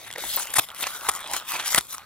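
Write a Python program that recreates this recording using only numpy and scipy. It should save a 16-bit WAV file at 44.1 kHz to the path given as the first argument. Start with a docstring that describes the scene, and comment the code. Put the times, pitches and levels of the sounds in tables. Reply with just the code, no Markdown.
"""A quiet room: fingers tear open the card back of a small blister pack, close to two microphone ports.
Paper fibres part in a dense crackle, made of random clicks shaped by the card's tones and a bright fizz.
The card rips in short bursts of crackle and snaps with fading notes; the stiff plastic ticks and pings.
Soft thumps are low swelling notes, a fingernail creaks in rows of small rings, and soft noise is the air."""
import sys
import numpy as np
from scipy import signal
from scipy.fft import rfft, irfft, next_fast_len
from scipy.io import wavfile
from scipy.ndimage import uniform_filter1d, map_coordinates

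SR = 44100
rng = np.random.default_rng(int(sys.argv[2]) if len(sys.argv) > 2 else 0)


def dump(signal):
    """Clip the signal to [-1, 1] and save it as 16-bit WAV at the path in sys.argv[1]."""
    limited = np.clip(np.atleast_2d(signal).T, -1, 1)
    pcm = np.round(limited * 32767).astype(np.int16)
    wavfile.write(sys.argv[1], SR, pcm)


def voltage_ratio(level):
    """Linear amplitude factor for a level in decibels (scalar or array-like)."""
    return 10 ** (np.asarray(level, float) / 20)


N = 90404

# steady peeling of the paper, before flutter and a small trim: (time [s], card's low tones [dB],
# card's upper tones [dB], fibre fizz [dB], finest fizz [dB])
PEELING = [(0, -42.5, -50.5, -52.5, -59.5), (0.085, -48.5, -42.5, -55.5, -50.5),
           (0.095, -47, -50.5, -58, -60), (0.17, -48.5, -53, -60, -62), (0.187, -34.5, -44, -43, -48),
           (0.24, -41.5, -40.5, -41, -42), (0.3, -47.5, -38, -36.5, -37.5),
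           (0.35, -50, -39.5, -35.5, -41.5), (0.4, -47, -44, -36, -36), (0.435, -52.5, -45, -38.5, -36.5),
           (0.46, -45, -50.5, -46, -50), (0.5, -41, -46.5, -48, -50), (0.545, -45, -42, -44, -41.5),
           (0.603, -41, -42, -42.5, -48), (0.645, -51, -48, -44.5, -43), (0.655, -60, -60, -53.5, -53),
           (0.72, -52, -54, -65, -58), (0.74, -43, -54, -68, -67), (0.755, -49, -48.5, -51, -52),
           (0.802, -41.5, -40.5, -42, -41), (0.85, -40.5, -35, -42.5, -50), (0.89, -46, -38, -41, -42.5),
           (0.95, -42.5, -45, -41.5, -45), (1.0, -44, -51.5, -50, -51), (1.02, -40.5, -47, -48.5, -50),
           (1.08, -40.5, -42, -39, -43.5), (1.11, -37, -46.5, -44, -52), (1.17, -40.5, -46, -42.5, -43),
           (1.191, -48, -51.5, -53, -58), (1.28, -44.5, -44, -49, -54), (1.33, -39.5, -35.5, -39.5, -40),
           (1.367, -36.5, -32, -33.5, -38), (1.4, -47, -45, -48, -49), (1.42, -46, -48, -58, -61),
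           (1.465, -46, -48.5, -50, -52), (1.488, -41.5, -39, -39, -37), (1.558, -33.5, -38, -38.5, -43),
           (1.578, -34.5, -42, -42, -46.5), (1.64, -35.5, -40.5, -45, -49.5),
           (1.665, -42.5, -36.5, -37.5, -37.5), (1.73, -38, -39, -32.5, -37), (1.771, -32, -37, -40, -34.5),
           (1.8, -51, -38, -41, -54), (1.83, -53, -57, -50, -52), (1.875, -59.5, -62, -55, -58),
           (1.9, -51, -51.5, -43.5, -45), (1.93, -52, -49.5, -44, -40.5), (1.96, -56.5, -57.5, -52.5, -51),
           (2.0, -54, -51, -62, -61), (2.05, -50, -61, -64.0, -69)]
# the card flexes with a dull thump: (middle [s], level [dB], half-length of the swell [s], pitch [Hz])
CARD_THUMPS = [(0.086, -58.5, 0.049, 110), (0.162, -42, 0.0069, 490), (0.242, -48.5, 0.024, 340),
               (0.367, -52, .012, 252), (.592, -33, 0.009, 115), (.83, -49.5, 0.0067, 206),
               (1.098, -48, 0.015, 71), (1.6, -50.5, 0.012, 171), (1.75, -37, 0.0039, 332),
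               (1.783, -31, 0.0057, 155), (1.793, -49.5, 0.021, 66)]
# short rips: (start [s], length [s], body level [dB], fizz level [dB], body pitch [Hz], fizz pitch [Hz])
SHORT_RIPS = [(0.155, 0.0096, -40, -52, 1850, 6000), (0.1753, 0.0137, -38.5, -55, 490, 9000),
              (0.333, 0.022, -41, -36, 3100, 13500), (1.763, 0.013, -32.5, -34, 3380, 10100),
              (1.593, 0.012, -33.5, -48, 3270, 6000), (0.065, 0.016, -43, -48.5, 1940, 8700),
              (0.375, 0.012, -30.5, -45, 1260, 9000), (0.397, 0.0032, -32, -37, 1390, 9200),
              (0.407, 0.027, -41.5, -35.5, 3080, 6700), (0.5393, 0.0025, -32, -22, 1880, 9600),
              (0.557, 0.0067, -29.5, -27.5, 1770, 9600), (.565, 0.0075, -24.5, -21.5, 1960, 9800),
              (0.574, 0.013, -33.5, -31.5, 1020, 8900), (0.584, 0.0072, -22, -24, 1100, 9800),
              (0.59, 0.0073, -17, -20, 3540, 12400), (.824, 0.0094, -33, -30.5, 2500, 13000),
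              (0.835, 0.0064, -30.5, -42, 2670, 8000), (0.868, 0.01, -32, -42, 2070, 5540),
              (1.088, 0.01, -19, -21, 1180, 9760), (1.338, 0.01, -30, -44, 980, 8200),
              (1.544, 0.013, -27, -52, 1150, 9000), (1.598, .007, -34.5, -43, 3470, 5950),
              (1.671, 0.01, -37, -29.5, 1290, 5500), (1.7494, 0.0082, -29.5, -48, 950, 9000),
              (1.7464, 0.0032, -24.5, -29, 1270, 7400), (1.779, 0.0081, -20, -20, 3980, 10200),
              (1.787, 0.0064, -35, -33, 1260, 8900), (1.94, .012, -42.5, -37.5, 1360, 9100)]
# single snaps and clicks, before the boosts below: (time [s], knock level [dB], tick level [dB],
# knock pitch [Hz], tick pitch [Hz])
SINGLE_SNAPS = [(0.1036, -28.5, -51, 1940, 5000), (0.1124, -34, -42.5, 3360, 8350),
                (0.127, -32, -42, 3380, 8400), (0.1375, -34.5, -42.5, 3320, 8300),
                (0.1597, -23, -48, 1880, 5000), (0.1819, -27, -40, 560, 12000),
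                (0.2384, -23.5, -55, 850, 11900), (0.2438, -30.5, -46, 960, 12900),
                (0.3707, -25, -33, 580, 11000), (0.3975, -42, -48, 1010, 9300),
                (0.4549, -35.5, -40, 635, 11500), (0.471, -35, -40.5, 2100, 6740),
                (0.504, -52, -40, 1510, 9700), (0.5416, -33, -40, 1200, 9000),
                (0.5848, -12, -25, 860, 10000), (0.6874, -32.5, -47, 3640, 8600),
                (0.6933, -35.5, -54, 1360, 9500), (0.7026, -31.5, -51, 3180, 7100),
                (0.7087, -37, -63, 880, 8000), (0.7158, -34, -54, 1200, 7500),
                (0.7473, -37.5, -43, 940, 13600), (0.8085, -35, -34.5, 3600, 10000),
                (0.813, -35, -39, 3650, 13500), (0.8202, -36, -39, 3570, 9000),
                (0.83, -35, -36, 2500, 7540), (0.8278, -22, -44, 3600, 7400),
                (0.8355, -27, -47, 1010, 8000), (0.8403, -19.5, -40, 2550, 5000),
                (0.8686, -21.5, -30, 1000, 6300), (0.8724, -26, -36, 1170, 5850),
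                (1.01, -34.5, -44, 2700, 5000), (1.116, -36, -38, 1040, 9600),
                (1.137, -35, -37, 1340, 9700), (1.151, -39, -34.5, 1250, 10000),
                (1.1613, -37, -37, 3320, 9750), (1.192, -33.5, -46, 1750, 12200),
                (1.2006, -33.5, -53, 1440, 9000), (1.2053, -52, -43, 4050, 11200),
                (1.214, -33, -46, 1680, 9000), (1.242, -30.5, -55, 1200, 8200),
                (1.2747, -34, -41.5, 940, 9200), (1.3138, -30, -38, 1070, 9700),
                (1.3357, -20.5, -29, 1660, 7600), (1.3651, -24.5, -29, 1590, 9100),
                (1.3992, -30, -50, 3750, 12000), (1.409, -35, -49, 1180, 6500),
                (1.414, -34, -54, 1350, 5000), (1.4234, -31.5, -59, 1350, 5600),
                (1.4805, -34, -55, 3480, 12700), (1.5196, -23, -34, 1050, 10700),
                (1.5487, -30, -50, 1090, 9000), (1.598, -22.5, -39, 1310, 6000),
                (1.6482, -40, -48, 3030, 9500), (1.6724, -28, -36, 1300, 10500),
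                (1.7046, -41, -34, 2310, 6560), (1.709, -42, -37, 1300, 6500),
                (1.7237, -27, -31.5, 2010, 7040), (1.7194, -32, -34, 1350, 6450),
                (1.73, -23, -32, 1320, 6400), (1.7469, -11.5, -18, 1950, 7640),
                (1.757, -48, -37, 1080, 5030), (1.7604, -23, -25.5, 1350, 11400),
                (1.7767, -17, -35, 1560, 9000), (1.7806, -11, -24, 1410, 8700),
                (1.7853, -16.5, -33, 1900, 10100), (1.8092, -28.5, -37.5, 3650, 9900),
                (1.8687, -54, -48, 3270, 10900), (1.9082, -44, -44, 1490, 5300),
                (1.9467, -27.5, -47, 1270, 8000), (1.9814, -33.5, -40, 1120, 5860)]
# the taut plastic pings on one high note: (middle [s], level [dB], half-length of the swell [s], pitch [Hz])
PLASTIC_PINGS = [(0.361, -18, .0008, 15000), (.3659, -15, 0.0014, 13900), (.3948, -25, 0.0017, 9600),
                 (1.68, -19.5, 0.00065, 9700)]
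# a fingernail creaks along the card, slip by slip: (time [s], level [dB])
NAIL_SLIPS = [(1.1765, -47), (1.183, -39), (1.2073, -33.5), (1.22, -28), (1.2305, -38), (1.2354, -34),
              (1.248, -38), (1.2552, -31), (1.261, -42), (1.265, -32), (1.271, -56), (1.283, -35)]
# the two card tones that each slip rings: (pitch [Hz], level [dB], time to fade by 60 dB [s])
SLIP_TONES = [(1300, -1, .006), (3400, -8, .004)]

# Colours of noise and crackle; only their shape counts, as the loudness is set elsewhere.
# the whole card, in rips and snaps: (frequency [Hz], level [dB])
CARD_COLOUR = [(120, -37), (200, -18.5), (474, -7.5), (527, -5.5), (834, 1), (1280, -4), (1660, -4),
               (3720, -7), (5000, -13.5), (6500, -56), (11000, -120)]
# the card's low tones while peeling: (frequency [Hz], level [dB])
CARD_LOW_COLOUR = [(150, -40.5), (300, -14.5), (480, -12), (800, -2), (1150, -0.5), (1500, -4),
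                   (2000, -15.5), (3000, -50)]
# the card's upper tones while peeling: (frequency [Hz], level [dB])
CARD_HIGH_COLOUR = [(1000, -30), (1500, -16.5), (2000, 0.5), (2600, -1), (3400, -1), (4200, -10),
                    (5500, -37)]
# fizz of the paper fibres: (frequency [Hz], level [dB])
FIBRE_COLOUR = [(2500, -22), (3500, -4.5), (4500, -2.5), (6000, -1.5), (8000, -1.5), (9500, -4),
                (11000, -67)]
# the finest, highest fizz: (frequency [Hz], level [dB])
FINEST_COLOUR = [(7000, -64), (8500, -30), (9700, 5.5), (12000, 4.5), (14000, 1), (15800, -3.5),
                 (17000, -95)]
# low rumble of the moving card: (frequency [Hz], level [dB])
RUMBLE_COLOUR = [(25, -7), (60, -18), (120, -1.5), (250, -2), (400, 0), (700, -60), (1500, -120)]
# air of the quiet room: (frequency [Hz], level [dB])
AIR_COLOUR = [(25, -6), (60, 5), (200, 2.5), (500, -14), (1000, -7.5), (4000, -14), (16000, -18.5)]

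# balance of the two ports: (frequency [Hz], left over right [dB])
PORT_TILT = [(300, 1.5), (700, -1.3), (1400, 0.5), (2800, -1), (5600, -0.5), (9000, 5.5), (14000, 5.5)]
# gain of the tearing that is added for one port only: (frequency [Hz], gain [dB])
PORT_SCATTER = [(60, 9), (300, -5.5), (700, -16), (1400, -14), (2800, -11), (5000, -3), (12000, 1.5)]

AIR_DB = -57.5
HANDLING_DB = -27.5  # middle of the rumble's wavering level, under the low tones of the peeling
GRAINS_PER_S, GRAIN_SPREAD_DB = 7000, 2.5  # breaking fibres, and how unequal they are
FLUTTER_DB, FLUTTER_PER_S = 1, 140  # size and pace of the stick and slip
PATCHY_DB = 5  # size of the random, slowly drifting gain patches in the crackle
RIP_RISE_S, RIP_FALL_S = 0.0013, 0.001
RIP_Q, RIP_TONE_DB, FIZZ_Q, FIZZ_TONE_DB = 4, 0, 5, 2  # sharpness and strength of the added ringing
SNAP_T60_S, TICK_T60_S, KNOCK_RISE_S = 0.0091, 0.0097, 0.00028  # T60: time to fade by 60 dB
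SNAP_BODY_DB, SNAP_TICK_DB = 4, 10.5  # boosts of every knock and tick
SNAP_ROUGH = 0.53  # noise beside the pure note of a knock
PING_WAVER_RAD = 1.45
LEAD_S = 5e-5  # left is ahead of right by this
ROOM_DB, ROOM_T60_S = -16.5, 0.053
SHIFT_S = 0.05  # the room's random tail is drawn anew this often, which keeps its colour even
TOP_HZ = 16000  # a steep low-pass filter removes nearly everything above this frequency
PEAK_LIMIT = 1.05  # peaks bend towards this, where 1 is full scale


def unit(x):
    """Scale to an average (rms) strength of 1."""
    return x / np.sqrt(np.mean(x ** 2) + 1e-20)


def along(points, hz):
    """Read a value between (frequency, value) points, spacing the frequencies as the ear does."""
    f, v = np.transpose(points)
    return np.interp(np.log(hz + 1), np.log(f + 1), v)


def wobble(rate):
    """A smooth random curve with a new random point rate times a second."""
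    return map_coordinates(rng.standard_normal(2000), [np.arange(N) * rate / SR])


def filtered(x, response):
    """Multiply each frequency in x by the response there."""
    n = x.shape[-1]
    m = next_fast_len(n + 8192)  # spare room for the filter's tail
    return irfft(rfft(x, m) * response(np.fft.rfftfreq(m, 1 / SR)), m)[..., :n]


def coloured(x, colour):
    """Give x the loudness by frequency of a colour table, then strength 1."""
    return unit(filtered(x, lambda hz: voltage_ratio(along(colour, hz))))


def ringing(x, hz, q, tone_db):
    """Add to x its own ringing at one pitch, as a stiff sheet would, then scale to strength 1."""
    ring = filtered(x, lambda f: 1j * f * hz / q / (hz * hz - f * f + 1j * f * hz / q))
    return unit(unit(x) + voltage_ratio(tone_db) * unit(ring))


def swell(t, middle, length):
    """A bell-shaped rise and fall of loudness around its middle."""
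    return np.exp(-((t - middle) / length) ** 2)


def room_air():
    """Soft steady noise of the quiet room, separate at each port."""
    return voltage_ratio(AIR_DB) * coloured(rng.standard_normal((2, N)), AIR_COLOUR)


def crackle():
    """Fibres break at random moments, as clicks of random strength, a few much louder than the rest."""
    breaks = rng.random(N) < GRAINS_PER_S / SR
    return breaks * rng.standard_normal(N) * voltage_ratio(GRAIN_SPREAD_DB * rng.standard_normal(N))


def patchy(x):
    """Vary the gain at random in bands some 500 Hz wide that last about a tenth of a second."""
    z = signal.stft(x, nperseg=512)[2]
    field = uniform_filter1d(rng.standard_normal(z.shape), size=6, axis=0)  # smooth over frequency
    field = uniform_filter1d(field, size=16, axis=1)  # smooth over time
    return signal.istft(z * voltage_ratio(PATCHY_DB * unit(field)), nperseg=512)[1][:N]


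def peel(slip_db):
    """Steady tearing: crackle in the card's tones and the fizz flutters as the tear sticks and slips."""
    times, *levels = np.transpose(PEELING)
    t = np.arange(N) / SR
    gains = [voltage_ratio(np.interp(t, times, db) + slip_db + 1.33 * wobble(120) - 0.5) for db in levels]
    rumble_gain = voltage_ratio(HANDLING_DB + 3.7 * wobble(25.1))
    rumble = rumble_gain * coloured(rng.standard_normal(N), RUMBLE_COLOUR)
    breaks = crackle()
    out = gains[0] * rumble
    colours = (CARD_LOW_COLOUR, CARD_HIGH_COLOUR, FIBRE_COLOUR, FINEST_COLOUR)
    for gain, colour in zip(gains, colours):
        out = out + gain * coloured(patchy(breaks), colour)
    return out


def thumps():
    """Soft low pushes of the flexing card: a low note and rumble under a bell-shaped swell."""
    t = np.arange(N) / SR
    rumble = coloured(rng.standard_normal(N), RUMBLE_COLOUR)
    out = np.zeros(N)
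    for middle, db, length, hz in CARD_THUMPS:
        note = np.sin(2 * np.pi * hz * (t - middle))
        out += voltage_ratio(db) * swell(t, middle, length) * (note + 0.67 * rumble)
    return out


def fibres(source):
    """Shape a source into both bands of fibre fizz."""
    return unit(coloured(source, FIBRE_COLOUR) + 0.55 * coloured(source, FINEST_COLOUR))


def rips():
    """Bursts of dense crackle: card and fibres ring at each burst's own pitches."""
    out = np.zeros(N + SR)
    u = np.arange(-600, 2400) / SR  # seconds from the start of a rip
    card, fizz = coloured(crackle(), CARD_COLOUR), fibres(crackle())
    for start, length, body_db, fizz_db, hz, fizz_hz in SHORT_RIPS:
        first = round((start + u[0]) * SR)
        part = slice(first, first + len(u))
        shape = np.exp(np.minimum(u / RIP_RISE_S, 0) + np.minimum((length - u) / RIP_FALL_S, 0))
        body = voltage_ratio(body_db) * ringing(card[part], hz, RIP_Q, RIP_TONE_DB)
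        bright = voltage_ratio(fizz_db) * ringing(fizz[part], fizz_hz, FIZZ_Q, FIZZ_TONE_DB)
        out[part] += shape * (body + bright)
    return out[:N]


def snaps():
    """Single snaps: a quickly fading knock of the card and a short bright tick of the plastic."""
    out, t = np.zeros(N + SR), np.arange(1000) / SR
    card = coloured(rng.standard_normal(N + SR), CARD_COLOUR)
    fizz = fibres(rng.standard_normal(N + SR))
    for start, knock_db, tick_db, hz, tick_hz in SINGLE_SNAPS:
        part = slice(round(start * SR), round(start * SR) + len(t))
        knock = np.sin(2 * np.pi * hz * t) + SNAP_ROUGH * card[part]
        knock = knock * voltage_ratio(-60 * t / SNAP_T60_S) * (1 - np.exp(-t / KNOCK_RISE_S))
        tick = ringing(fizz[part], tick_hz, FIZZ_Q, FIZZ_TONE_DB) * voltage_ratio(-60 * t / TICK_T60_S)
        out[part] += voltage_ratio(knock_db + SNAP_BODY_DB) * knock + voltage_ratio(tick_db + SNAP_TICK_DB) * tick
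    return filtered(out[:N], lambda hz: hz ** 2 / (hz ** 2 + 350 ** 2))  # thin out the lows


def pings():
    """The taut plastic sounds brief wavering notes under a bell-shaped swell."""
    t, waver = np.arange(N) / SR, PING_WAVER_RAD * wobble(800)
    out = np.zeros(N)
    for middle, db, length, hz in PLASTIC_PINGS:
        out += voltage_ratio(db) * swell(t, middle, length) * np.sin(2 * np.pi * hz * t + waver)
    return out


def creak():
    """Each slip of the fingernail rings two tones of the card, which fade at once."""
    out, t = np.zeros(N), np.arange(400) / SR
    ring = np.zeros(len(t))
    for hz, db, t60 in SLIP_TONES:
        ring -= voltage_ratio(db - 60 * t / t60) * np.sin(2 * np.pi * hz * t)
    for start, db in NAIL_SLIPS:
        out[round(start * SR):][:len(t)] += voltage_ratio(db) * ring
    return out


def room(x):
    """Every short stretch of x gets its own fading noise tail of energy 1, one for each port."""
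    step, t = round(SHIFT_S * SR), np.arange(SR // 5) / SR
    out = np.zeros((2, N + step + len(t)))
    for i in range(0, N, step):
        tail = rng.standard_normal((2, len(t))) * voltage_ratio(-60 * t / ROOM_T60_S)
        tail = tail / np.linalg.norm(tail, axis=1, keepdims=True)
        wet = signal.fftconvolve(x[None, i:i + step], tail, axes=1)
        out[:, i:i + wet.shape[1]] += wet
    return out[:, :N]


def ports(x, own):
    """Two ports hear the pack a moment apart, plus tearing from their own end of the tear and the room."""
    side = np.array([[0.5], [-0.5]])  # left, right
    direct = filtered(x, lambda hz: np.exp(2j * np.pi * side * hz * LEAD_S))
    near = filtered(own, lambda hz: voltage_ratio(along(PORT_SCATTER, hz)))
    heard = direct + near + voltage_ratio(ROOM_DB) * room(x)
    return filtered(heard, lambda hz: voltage_ratio(side * along(PORT_TILT, hz)))


def scene():
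    """Pack and room air; the tearing is made afresh for both ports together, for left and for right."""
    slip_db = FLUTTER_DB * wobble(FLUTTER_PER_S)  # one stick and slip for all three
    both, left, right = (peel(slip_db) + rips() + snaps() + pings() for _ in range(3))
    pack = ports(both + thumps() + creak(), np.array([left, right]))
    return pack + room_air()


def band_limit(x):
    """A steep low-pass at the top of the band."""
    return signal.sosfilt(signal.butter(12, 16490, fs=SR, output="sos"), x)


def record(dry):
    """A steep filter takes off the very top and the loudest peaks are rounded off near full scale."""
    heard = filtered(dry, lambda hz: 1 / (1 + (hz / TOP_HZ) ** 60))
    mix = heard / (1 + np.abs(heard / PEAK_LIMIT) ** 8) ** (1 / 8)
    return band_limit(mix)


dry = scene()
out = record(dry)
dump(out)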